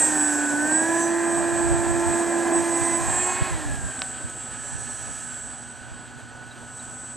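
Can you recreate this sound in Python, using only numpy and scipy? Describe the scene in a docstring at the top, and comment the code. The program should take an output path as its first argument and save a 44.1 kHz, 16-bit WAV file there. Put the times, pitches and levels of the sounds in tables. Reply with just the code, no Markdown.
"""A dirt strip in the open, a stereo microphone close to a taxiing model jet with an electric ducted fan.
From the start the rotor hums at the shaft rate, the speed controller whistles near 8 kHz, bearings sing
and air rushes through the duct, over a far mains hum. From 1.4 s gusts buffet the microphone. The jet
passes near 3 s, turns and throttles back, with grit ticking on its airframe. It rolls away tail-on,
and at 6.5 s a bird chips twice, faintly."""
import sys
import numpy as np
from scipy import signal
from scipy.fft import rfft, irfft, next_fast_len
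from scipy.io import wavfile

SR = 44100
rng = np.random.default_rng(int(sys.argv[2]) if len(sys.argv) > 2 else 0)


def file_out(sig):
    """Save sig as 16-bit WAV at sys.argv[1]."""
    # one column per channel
    cols = np.atleast_2d(sig).T
    # limit, then scale
    lim = np.clip(cols, -1, 1)
    pcm = np.round(lim * 32767).astype(np.int16)
    wavfile.write(sys.argv[1], SR, pcm)


N = 315756
TIME = np.arange(N) / SR
TAXI_SPEED = 339   # shaft turns per second


def from_db(db):
    """Decibels to gain."""
    return 10 ** (np.asarray(db) / 20)


def rms_one(x):
    """Scale to unit rms."""
    return x / np.sqrt(np.mean(x ** 2) + 1e-20)


def in_time(rows):
    """A curve of (time, value) points, sample by sample."""
    return np.interp(TIME, *np.transpose(rows))


def at_hz(rows, hz):
    """Each column of a spectrum, joined on a log-frequency axis."""
    points, *columns = np.transpose(rows)
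    return [np.interp(np.log(hz + 1e-9), np.log(points), c) for c in columns]


def swell(s, half_length):
    """A smooth rise and fall of height 1 around a moment."""
    return np.exp(-np.minimum(((TIME - s) / half_length) ** 2, 50))


def swells(rows):
    """One curve for each boost column of a table of swells."""
    return sum(np.outer(boosts, swell(s, half_length)) for s, half_length, *boosts in rows)


def drift(rate):
    """Smooth chance with spread 1 that changes about rate times a second."""
    pole = np.exp(-80 * np.pi * rate / SR)
    white = rng.standard_normal(N // 40 + 2002)
    slow = signal.lfilter([1], [1, -2 * pole, pole * pole], white)[2000:]
    return np.interp(np.arange(N) / 40, np.arange(len(slow)), rms_one(slow))


def angle(hz):
    """Running phase of a rate."""
    return 2 * np.pi * np.cumsum(hz) / SR


def tone(phase, db):
    """A sine of the given rms level."""
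    return np.sqrt(2) * from_db(db) * np.cos(phase)


def noises(rows):
    """One noise for each column of a spectrum in dB per Hz, falling steeply beyond its ends."""
    size = next_fast_len(N)
    hz = np.fft.rfftfreq(size, 1 / SR) + 1e-3
    edges = 1 / np.sqrt((1 + (rows[0][0] / hz) ** 40) * (1 + (hz / rows[-1][0]) ** 40))
    white = rfft(rng.standard_normal(size)) * np.sqrt(SR / 2) * edges
    return [irfft(white * from_db(db), size)[:N] for db in at_hz(rows, hz)]


def over_ground(phase, db, echo, path_swing=2.37):
    """A tone beats with its echo off the dirt, whose path shifts as the jet bumps along."""
    reflected = echo * tone(phase + path_swing * drift(2.38), db)
    return (tone(phase, db) + reflected) / np.sqrt(1 + echo ** 2)


def by_heading(side, tail, behind):
    """Blend from the side-on value (behind = 0) to the tail-on one (behind = 1)."""
    return side + behind * (tail - side)


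def fan_speed(start_speed=318.1, spin_up_s=.119, spin_down_s=.196):
    """Turns per second: the rotor lags each throttle move, less when driven than when coasting."""
    # (time [s], stick travel [s], speed asked for [turns/s])
    throttle = [(0, .001, 288.5), (.51, .315, 337.6), (3.006, .076, 365.1), (3.471, .022, 246.5)]
    speed = before = start_speed
    for s, travel, asked in throttle:
        lag = spin_up_s if asked > before else spin_down_s
        since = np.maximum([TIME - s, TIME - s - travel], 0)
        begun, ended = since + lag * np.expm1(-since / lag)
        speed = speed + (asked - before) * (begun - ended) / travel
        before = asked
    return speed


def rotor(shaft, speed_db, blades=6, taxi_hum_db=-23.5, wander=0.12):
    """Imbalance hums once a turn; the higher multiples grow with speed and flutter in the intake air."""
    # the hum fades as the tail swings round: (time [s], level [dB])
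    hum_level = [(0, -35.5), (.15, -29), (.75, -27), (.9, -26), (2.65, -26), (2.78, -28.5), (3.0, -29.5),
                 (3.08, -40.5), (3.28, -35), (3.48, -42), (3.72, -41.5), (3.87, -52), (4.4, -60)]
    # blade-passing tone: (time [s], level [dB])
    blade_level = [(0, -38.5), (.5, -45), (.72, -35.5), (1.0, -50), (1.25, -47.5), (1.65, -57), (2.15, -48),
                   (2.55, -48), (2.9, -40.5), (3.12, -53), (3.36, -38.5), (3.55, -49), (3.7, -41),
                   (4.35, -49), (4.9, -55), (5.6, -50.5), (6.05, -50.5), (6.3, -47.5), (6.75, -49),
                   (7.16, -51)]
    # overtone pitches [shaft rates]
    multiples = (2, 3, 4, 5, 7)
    # for each: (taxiing level [dB], growth with speed [exponent], hum's fading followed [share])
    overtones = [(-33, 6.4, 0.85), (-38, 3.7, 0.34), (-48.5, 3.9, 0.45), (-38.5, 6.5, 0.82), (-57, 8.7, .3)]
    # the fan pulls and the jet turns: (time [s], half length [s], boost of each overtone [dB])
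    surges = [(.2, 0.21, -6, 4.5, 7, 6, 0), (.94, 0.14, 1, 6.5, 3, 7, -7),
              (1.8, 0.45, 0.5, -1.5, 5.5, 1.5, 4), (2.85, 0.21, -2.5, 4.5, -8, 1.5, -9),
              (3.19, 0.041, -2, -7, -11, 12, 7), (3.43, 0.13, -15, 4, 4, -11, -1),
              (4.0, 0.15, -5, 7.5, 3, 0, 0)]
    hum_db = in_time(hum_level)
    jolt = swell(2.48, .17)   # rough ground shakes the airframe
    out = tone(shaft, hum_db + drift(7.8) + 2 * jolt * drift(45))
    out += tone(blades * shaft + wander * drift(16), in_time(blade_level) + 2 * drift(7.7))
    for k, (taxi_db, growth, share), surge_db in zip(multiples, overtones, swells(surges)):
        db = taxi_db + growth * speed_db + share * (hum_db - taxi_hum_db) + surge_db
        phase = k * shaft + rng.uniform(0, 2 * np.pi)
        out += tone(phase + wander * drift(21), db + 1.5 * drift(27))
    return out


def bearing(shaft, speed, behind, flutter_db=3.0, slip=0.19, idle_slip=0.48):
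    """Balls roll by at no whole multiple of the shaft rate, and slip more once the fan idles."""
    # the balls slip under load: (time [s], rate [passes/turn])
    ball_pass = [(0, 2.56), (.8, 2.56), (1.3, 2.59), (2, 2.6), (3, 2.61)]
    # tone at twice that rate: (time [s], level [dB])
    singing = [(0, -45), (.2, -35), (.45, -34.5), (.9, -33.5), (1.1, -44.5), (1.4, -48.5), (3.5, -68),
               (4.3, -52), (7.16, -60)]
    # rattle pitches: (multiple [ball-pass rates], offset [shaft rates])
    rattle_rates = ((1, 0), (1, 1), (1, 2), (1, 3), (3, -3), (2, 1), (3, -1), (2, 2))
    # for each: (side-on [dB], tail-on [dB], swing followed [share])
    rattle_levels = [(-43.5, -96, 0.76), (-53, -71, 1), (-54, -84, 1), (-51.5, -85, 1), (-55, -91, 1),
                     (-61, -58, 0.077), (-72, -59, 0.97), (-60, -59, 1)]
    # loudest side-on and straight down the tailpipe: (time [s], swing [dB])
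    rattle_swing = [(0, -0.5), (.6, -2.5), (1.3, 3), (3.4, -2.5), (4.3, -12), (4.7, 2.5), (5.15, -2.5),
                    (5.7, -9), (7.16, -14)]
    mode_hz, mode_width_hz, mode_db = 1622, 170, 12   # a duct resonance lifts lines gliding through it
    ball_hz, swing_db = in_time(ball_pass) * speed, in_time(rattle_swing)
    idling = np.clip((TAXI_SPEED - speed) / (TAXI_SPEED - speed.min()), 0, 1)
    balls = angle(ball_hz) + (slip + idle_slip * idling ** 2) * drift(3.6)
    out = tone(2 * balls, in_time(singing) + flutter_db * drift(1))
    for (m, k), (side_db, tail_db, share) in zip(rattle_rates, rattle_levels):
        detuning = 2 * (m * ball_hz + k * speed - mode_hz) / mode_width_hz
        db = by_heading(side_db, tail_db, behind) + share * swing_db + mode_db / (1 + detuning ** 2)
        out += tone(m * balls + k * shaft + rng.uniform(0, 2 * np.pi), db + flutter_db * drift(4.2))
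    return out


def controller(shaft, doppler, behind, hiss_db, switching_hz=7960, fading_db=4.0):
    """Chopped current makes the windings whistle; a throb once a turn gives the whistle sidebands."""
    # centre line: (time [s], level [dB])
    whistle = [(0, -32), (.6, -31), (1.4, -32.5), (2.3, -35), (3.35, -34.5), (3.56, -40), (3.78, -39.5),
               (4.0, -32), (4.3, -38), (4.85, -38), (5.5, -40.5), (5.82, -51), (6.06, -51.5), (6.25, -58),
               (6.55, -60), (6.76, -43), (7.16, -42)]
    # lower and upper inner sideband: (side-on [dB re centre], tail-on [dB re centre])
    inner_pair = [(-5.5, -13.5), (-7, -4)]
    # lobes and nulls sweep over the microphone as the jet steers:
    # (time [s], half length [s], boost of centre [dB], of lower [dB], of upper [dB])
    flares = [(.02, 0.12, -2, 13.5, 14), (.23, 0.085, 9, 2, -7), (.45, 0.12, -4.5, 7, -11),
              (.63, 0.024, 2.5, -12, -4), (.77, 0.063, 11, 5, -11), (1.03, .031, 0, 5, -10),
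              (1.14, 0.086, -6, -2, -8), (1.37, 0.12, -0.5, -5, 5), (1.98, 0.054, -2, -9, 4),
              (2.14, 0.031, 4, 6, -2), (2.2, 0.018, -8, 5, 6.5), (2.31, 0.028, 5.5, -4, -4),
              (2.39, 0.019, -1, -5, 8), (2.49, 0.021, -20, 6, -7), (2.565, 0.052, 12, -11, 8.5),
              (2.655, 0.042, -15, -9, 10), (2.73, 0.053, 6.5, -4, 5), (2.87, 0.067, 6.5, -6, 12),
              (2.96, 0.034, 8, 1, -8), (3.025, .025, -16, -2, 9), (3.22, 0.16, 3, 9.5, 13),
              (4.0, 0.51, -5.5, 1.5, -2.5)]
    # outer sidebands [shaft rates from the centre]
    outer_steps = (-6, -4, -3, -2, 2, 3, 4, 6)
    # for each: (side-on [dB re inner pair], tail-on [dB re inner pair])
    outer_levels = [(-39, -15), (-18, -22), (-20, -12), (-12, -5), (-15.5, -11), (-30, -36), (-26, -36),
                    (-33, -40)]
    # fluttering whistle scattered by the exhaust's eddies: (offset [shaft rates], tail-on level [dB])
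    eddy_lines = [(0, -57), (-1, -60), (1, -59)]
    # sidebands of twice the switching tone [shaft rates from it]
    octave_steps = (-6, -12, -18)
    # for each: (tail-on level [dB], hiss's swing followed [share])
    octave_levels = [(-68, 1.6), (-74, .55), (-89, .4)]
    # movement in the stereo image: (time [s], left minus right [dB])
    pan = [(0, -1), (2.8, -3.5), (3.4, 0.5), (4.25, 2.5), (4.75, -2.5), (7.16, 2.5)]
    centre_db, lower_db, upper_db = in_time(whistle) + swells(flares)
    lower_db += by_heading(*inner_pair[0], behind)
    upper_db += by_heading(*inner_pair[1], behind)
    inner_db = 10 * np.log10((from_db(lower_db) ** 2 + from_db(upper_db) ** 2) / 2)
    lines = [(0, centre_db), (-1, lower_db), (0.97, upper_db)]
    for k, levels in zip(outer_steps, outer_levels):
        lines.append((k, inner_db + by_heading(*levels, behind) + fading_db * drift(8.5)))
    carrier = angle(switching_hz * doppler)
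    out = 0
    for k, db in lines:
        path = 0.41 * k * drift(0.71)   # each line's path out of the duct drifts
        phase = carrier + k * (shaft + path) + .14 * drift(3)
        out += over_ground(phase, db + drift(20), echo=by_heading(0.3, .03, behind))
    for k, db in eddy_lines:
        for quadrature in (0, np.pi / 2):
            out += behind * drift(17) * tone(carrier + k * shaft + quadrature, db) / np.sqrt(2)
    for k, (db, share) in zip(octave_steps, octave_levels):
        out += behind * tone(2 * carrier + k * shaft, db + share * hiss_db + fading_db * drift(4))
    balance_db = in_time(pan) - 1.5
    return out * from_db(balance_db * np.array([[.5], [-.5]]))


def motor(speed, hiss_db, follow=0.56):
    """Magnetic tones flare up as they glide through the casing's resonances."""
    # pitches [shaft rates]
    multiples = (18, 24, 27, 36)
    # their levels ahead of the casing [dB]
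    levels = [-40.5, -46.5, -34, -42.5]
    # resonances: (frequency [Hz], width [Hz], gain [dB])
    casing = [(5895, 56, -7.5), (6055, 44, -0.5), (8450, 240, -3.5), (9700, 780, -11), (12100, 700, -29)]
    # the airframe shades the motor from the microphone: (time [s], swing before scaling by follow [dB])
    shade = [(0, 5), (.7, -2), (.85, -1), (1.0, 7), (1.2, -9), (3.2, -14), (3.33, -22), (3.5, -15),
             (3.58, -8), (3.8, -3), (4.05, -13), (4.45, -4), (4.72, 11), (5.05, 6.5), (5.35, -1), (5.8, 2),
             (6.05, -7), (6.35, 2), (6.62, -1), (7.16, 1)]
    swing_db = follow * (hiss_db + in_time(shade))
    out = 0
    for k, db in zip(multiples, levels):
        hz = k * speed
        power = sum(from_db(gain_db) ** 2 / (1 + (2 * (hz - centre) / width) ** 2)
                    for centre, width, gain_db in casing)
        out += np.sqrt(power) * over_ground(angle(hz), db + swing_db + 1.5 * drift(24), echo=0.14)
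    return out


def turbulence(spectrum, level_db, behind, flutter_db):
    """Rushing air changes colour as the tailpipe swings towards the microphone."""
    return by_heading(*noises(spectrum), behind) * from_db(level_db + flutter_db * drift(14.3))


def airflow(speed_db, behind, hiss_db, roar_growth=1.97, rush_growth=2.76):
    """The fan drives air through the duct; returns the direct sound and what the ground scatters."""
    # low roar, duct rush, hiss, hollow duct mouth: (frequency [Hz], side-on [dB/Hz], tail-on [dB/Hz])
    roar = [(25, -101, -69), (60, -85, -60), (166, -71.5, -65), (242, -60, -60), (410, -64.5, -66),
            (457, -68.5, -67), (592, -61.5, -63.5), (770, -60, -65), (920, -64.5, -65.5),
            (1040, -64, -69.5), (1260, -75.5, -73)]
    rush = [(1252, -69, -65.5), (1585, -70, -70), (1615, -64, -65.5), (1885, -68, -73.5),
            (2090, -81, -76.5), (2480, -73.5, -75.5), (2860, -81, -73.5), (3220, -78.5, -73),
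            (3620, -83, -79), (4400, -82, -78), (5130, -88, -82)]
    hiss = [(4830, -85, -85.5), (6380, -77, -76), (7230, -72.5, -73), (7800, -71, -65),
            (8380, -72.5, -73.5), (9700, -82, -82.5), (11100, -89.5, -91.5), (13000, -96, -99),
            (16200, -107, -112)]
    mouth = [(682, -64, -77), (756, -60, -68), (920, -65.5, -77.5), (1090, -61, -76), (1150, -77, -70)]
    # overall level of roar and rush, loud at the start, then steady, fading late: (time [s], gain [dB])
    air_level = [(0, 6), (.4, 4.5), (1.1, 0.1), (2.4, 1), (3.35, 2), (3.7, 1), (4.35, -1), (5.0, 0),
                 (5.7, -3.5), (6.3, -5.5), (7.16, -5)]
    # the roar changes with heading: (time [s], gain [dB])
    roar_aim = [(0, -4.5), (.8, 0), (2.85, -0.6), (3.35, -7.5), (3.62, -5), (5.0, -6.5), (7.16, -3.5)]
    # the mouth is loudest as the jet swings round: (time [s], gain [dB])
    mouth_level = [(0, -8), (2.2, -23), (2.6, -9), (3.1, 4), (3.45, -3), (3.9, -17), (4.4, -11), (5.0, -10),
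                   (5.5, -17), (7.16, -13)]
    # wheels scuff the dirt: (time [s], half length [s], hiss boost [dB], roar boost [dB])
    scuffs = [(2.52, 0.094, -0.5, 3.5), (4.299, 0.0036, 10.5, 3), (4.895, 0.0078, 1, 5.5),
              (6.198, 0.023, 5, 0), (6.775, .005, 7, 3)]
    scuff_db, rumble_db = swells(scuffs)
    rush_db = in_time(air_level) + rush_growth * speed_db
    roar_db = in_time(air_level) + roar_growth * speed_db + in_time(roar_aim) + rumble_db
    direct, scattered = (turbulence(roar, roar_db, behind, flutter_db=1.3)
                         + turbulence(rush, rush_db, behind, flutter_db=0.9)
                         + turbulence(hiss, hiss_db + scuff_db, behind, flutter_db=0.75)
                         for _ in range(2))
    direct += turbulence(mouth, in_time(mouth_level), behind, flutter_db=3.5)
    return direct, scattered


def mains_hum(waver=0.96, flutter_db=3.0):
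    """A mains hum, far off, wavers in the moving air."""
    # (frequency [Hz], level [dB])
    partials = [(119.5, -53.5), (240, -55)]
    return sum(tone(angle(np.full(N, hz)) + waver * drift(3.9), db + flutter_db * drift(33))
               for hz, db in partials)


def wind(lumps_db=2.0, own_db=-12, trim_db=2.5, left_db=-3.5):
    """Wind pushes the microphone's two ports in opposite senses; each has a little eddying of its own."""
    # rumble: (frequency [Hz], relative density [dB/Hz])
    spectrum = [(15, -20), (25, -6), (55, -1), (80, 2), (156, -1.5), (215, -25), (300, -16), (600, -30)]
    # breeze on the microphone: (time [s], relative level [dB])
    breeze = [(0, -52), (1.1, -52), (1.6, -35), (2.25, -46), (2.7, -42), (3.2, -36), (4.1, -50.5),
              (4.9, -44), (7.16, -54)]
    # gusts on top: (time [s], half length [s], relative peak [dB])
    gusts = [(1.377, 0.043, -38), (1.718, 0.043, -23), (1.92, 0.17, -36), (2.09, 0.025, -23.5),
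             (2.592, 0.029, -38), (2.83, 0.016, -31), (3.07, 0.072, -32), (3.42, 0.0092, -22),
             (3.542, .03, -24.5), (3.718, 0.072, -28), (3.864, 0.026, -28), (4.254, 0.012, -32),
             (4.6, .04, -46), (4.768, 0.027, -38), (5.12, 0.027, -46), (5.936, .025, -43)]
    shared, left, right = (rms_one(noises(spectrum)[0]) for _ in range(3))
    own = from_db(own_db)
    pair = np.array([from_db(left_db) * (shared + own * left), own * right - shared])
    gusting = sum(from_db(db) * swell(s, half_length) for s, half_length, db in gusts)
    return pair * (from_db(in_time(breeze)) + gusting) * from_db(trim_db + lumps_db * drift(10.6))


def motor_glint(shaft, speed, behind, multiple=48, resonance_hz=14450, width_hz=190):
    """The motor's highest tone sounds only while it glides through one narrow resonance."""
    nearness = np.exp(-np.minimum(((multiple * speed - resonance_hz) / width_hz) ** 2, 50))
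    return nearness * tone(multiple * shaft, by_heading(-56, -90, behind))


def duct_beam(shaft, behind, wander=0.043):
    """The duct beams its higher tones across the microphone in the turn; the higher, the raspier."""
    # beam at the microphone: (time [s], level [dB])
    sweep_level = [(0, -74), (1, -77), (2.4, -68), (3.05, -57), (3.2, -50.5), (3.47, -50), (3.6, -68),
                   (4.3, -68), (4.9, -52.5), (5.6, -71)]
    # pitches [shaft rates]
    multiples = (7, 8, 9, 11, 12, 17, 18)
    # for each: (side-on [dB re beam], tail-on [dB re beam])
    levels = [(4.5, 2), (-1, -24), (-3, -20), (-9, -16), (-5, -14), (-20, -5), (-22, -11)]
    out = 0
    for k, (side_db, tail_db) in zip(multiples, levels):
        db = in_time(sweep_level) + by_heading(side_db, tail_db, behind)
        out += tone(k * shaft + wander * k * drift(25), db - 2 * drift(11))
    return out


def grit():
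    """Each grain flicked against the light airframe sets it ringing for a few milliseconds."""
    # (time [s], strength [dB])
    grains = [(3.098, -30), (3.992, -31), (4.019, -14.5), (4.0217, -27), (6.49, -45)]
    # modes: (frequency [Hz], gain [dB], time to fall 60 dB [s])
    airframe = [(1400, 0.5, 0.0047), (2540, 0.5, 0.0039), (3900, 1, 0.0037), (5500, -6, 0.005),
                (11000, -22, .002)]
    clicks, out = np.zeros(N), 0
    for s, db in grains:
        clicks[round(s * SR)] += from_db(db)
    for k, (hz, db, t60) in enumerate(airframe):
        pole, step = from_db(-60 / (t60 * SR)), 2 * np.pi * hz / SR
        ring = signal.lfilter([0, np.sin(step)], [1, -2 * pole * np.cos(step), pole ** 2], clicks + 1e-18)
        out += (-1) ** k * from_db(db) * ring
    return out


def bird(half_length_s=0.0071, scoop_hz=220):
    """Two faint, very short notes whose pitch dips and rises again."""
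    # (time [s], lowest pitch [Hz], level [dB])
    chips = [(6.517, 3820, -47), (6.801, 3830, -47.5)]
    out = 0
    for s, hz, db in chips:
        away = np.minimum(((TIME - s) / half_length_s) ** 2, 20)
        out += np.exp(-away) * tone(angle(hz + scoop_hz * away), db)
    return out


def microphone(x):
    """The two ports of the stereo microphone differ in level and phase."""
    # (frequency [Hz], left minus right [dB], left lead [rad])
    ports = [(60, -8, 0.39), (200, -4.5, 0.94), (340, -4, 0.69), (705, -2, 0.56), (1150, -2, 0.21),
             (4180, -2, 0.21), (6800, -0.5, 0.024), (8000, -1.5, 0.34), (9550, -2, 0.67), (14400, 0.5, 0)]
    size = next_fast_len(N)
    balance_db, lead = at_hz(ports, np.fft.rfftfreq(size, 1 / SR))
    left = from_db(balance_db / 2) * np.exp(.5j * lead)
    pair = np.array([left, 1 / left])
    return irfft(rfft(x, size) * pair / np.abs(pair.mean(axis=0)), size)[:, :N]


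def scene(scatter_db=-20, sound_m_per_s=343):
    """The jet and its surroundings from one spot by the strip, with no walls near."""
    # (time [s], speed towards the microphone [m/s])
    approach = [(0, -.09), (.3, .17), (1.2, 1.62), (1.5, 2.41), (1.8, 2.73), (2.28, 2.73), (2.6, 1.08),
                (3.4, -1.16), (4.5, -1.25), (5.5, -.99), (6.5, -.58)]
    # heading: (time [s], heard from behind [share])
    turn = [(3.3, 0.014), (4.2, 0.83)]
    # the hiss's swing, which some high tones follow too: (time [s], gain [dB])
    hiss_level = [(0, 7.5), (.45, 1.5), (.85, 2), (1.2, -2), (2.3, -0.5), (2.85, 3), (3.22, 0.5),
                  (3.62, -4), (4.35, -10.5), (5.03, -5.5), (5.3, -8), (5.75, -16.5), (6.4, -20.5),
                  (6.82, -12.5), (7.16, -13)]
    doppler = 1 + in_time(approach) / sound_m_per_s
    speed = fan_speed() * doppler
    shaft, speed_db = angle(speed), 20 * np.log10(speed / TAXI_SPEED)
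    behind, hiss_db = in_time(turn), in_time(hiss_level)
    tones = (rotor(shaft, speed_db) + bearing(shaft, speed, behind)
             + controller(shaft, doppler, behind, hiss_db) + duct_beam(shaft, behind)
             + motor(speed, hiss_db) + motor_glint(shaft, speed, behind))
    air, scattered = airflow(speed_db, behind, hiss_db)
    diffuse = from_db(scatter_db) * scattered * np.array([[1], [-1]])
    return microphone(tones + air + grit() + bird() + mains_hum()) + diffuse + wind()


def record(dry):
    """The top is cut steeply above 15.7 kHz."""
    return signal.sosfilt(signal.ellip(10, .1, 80, 15700, fs=SR, output="sos"), dry)


dry = scene()
out = record(dry)
file_out(out)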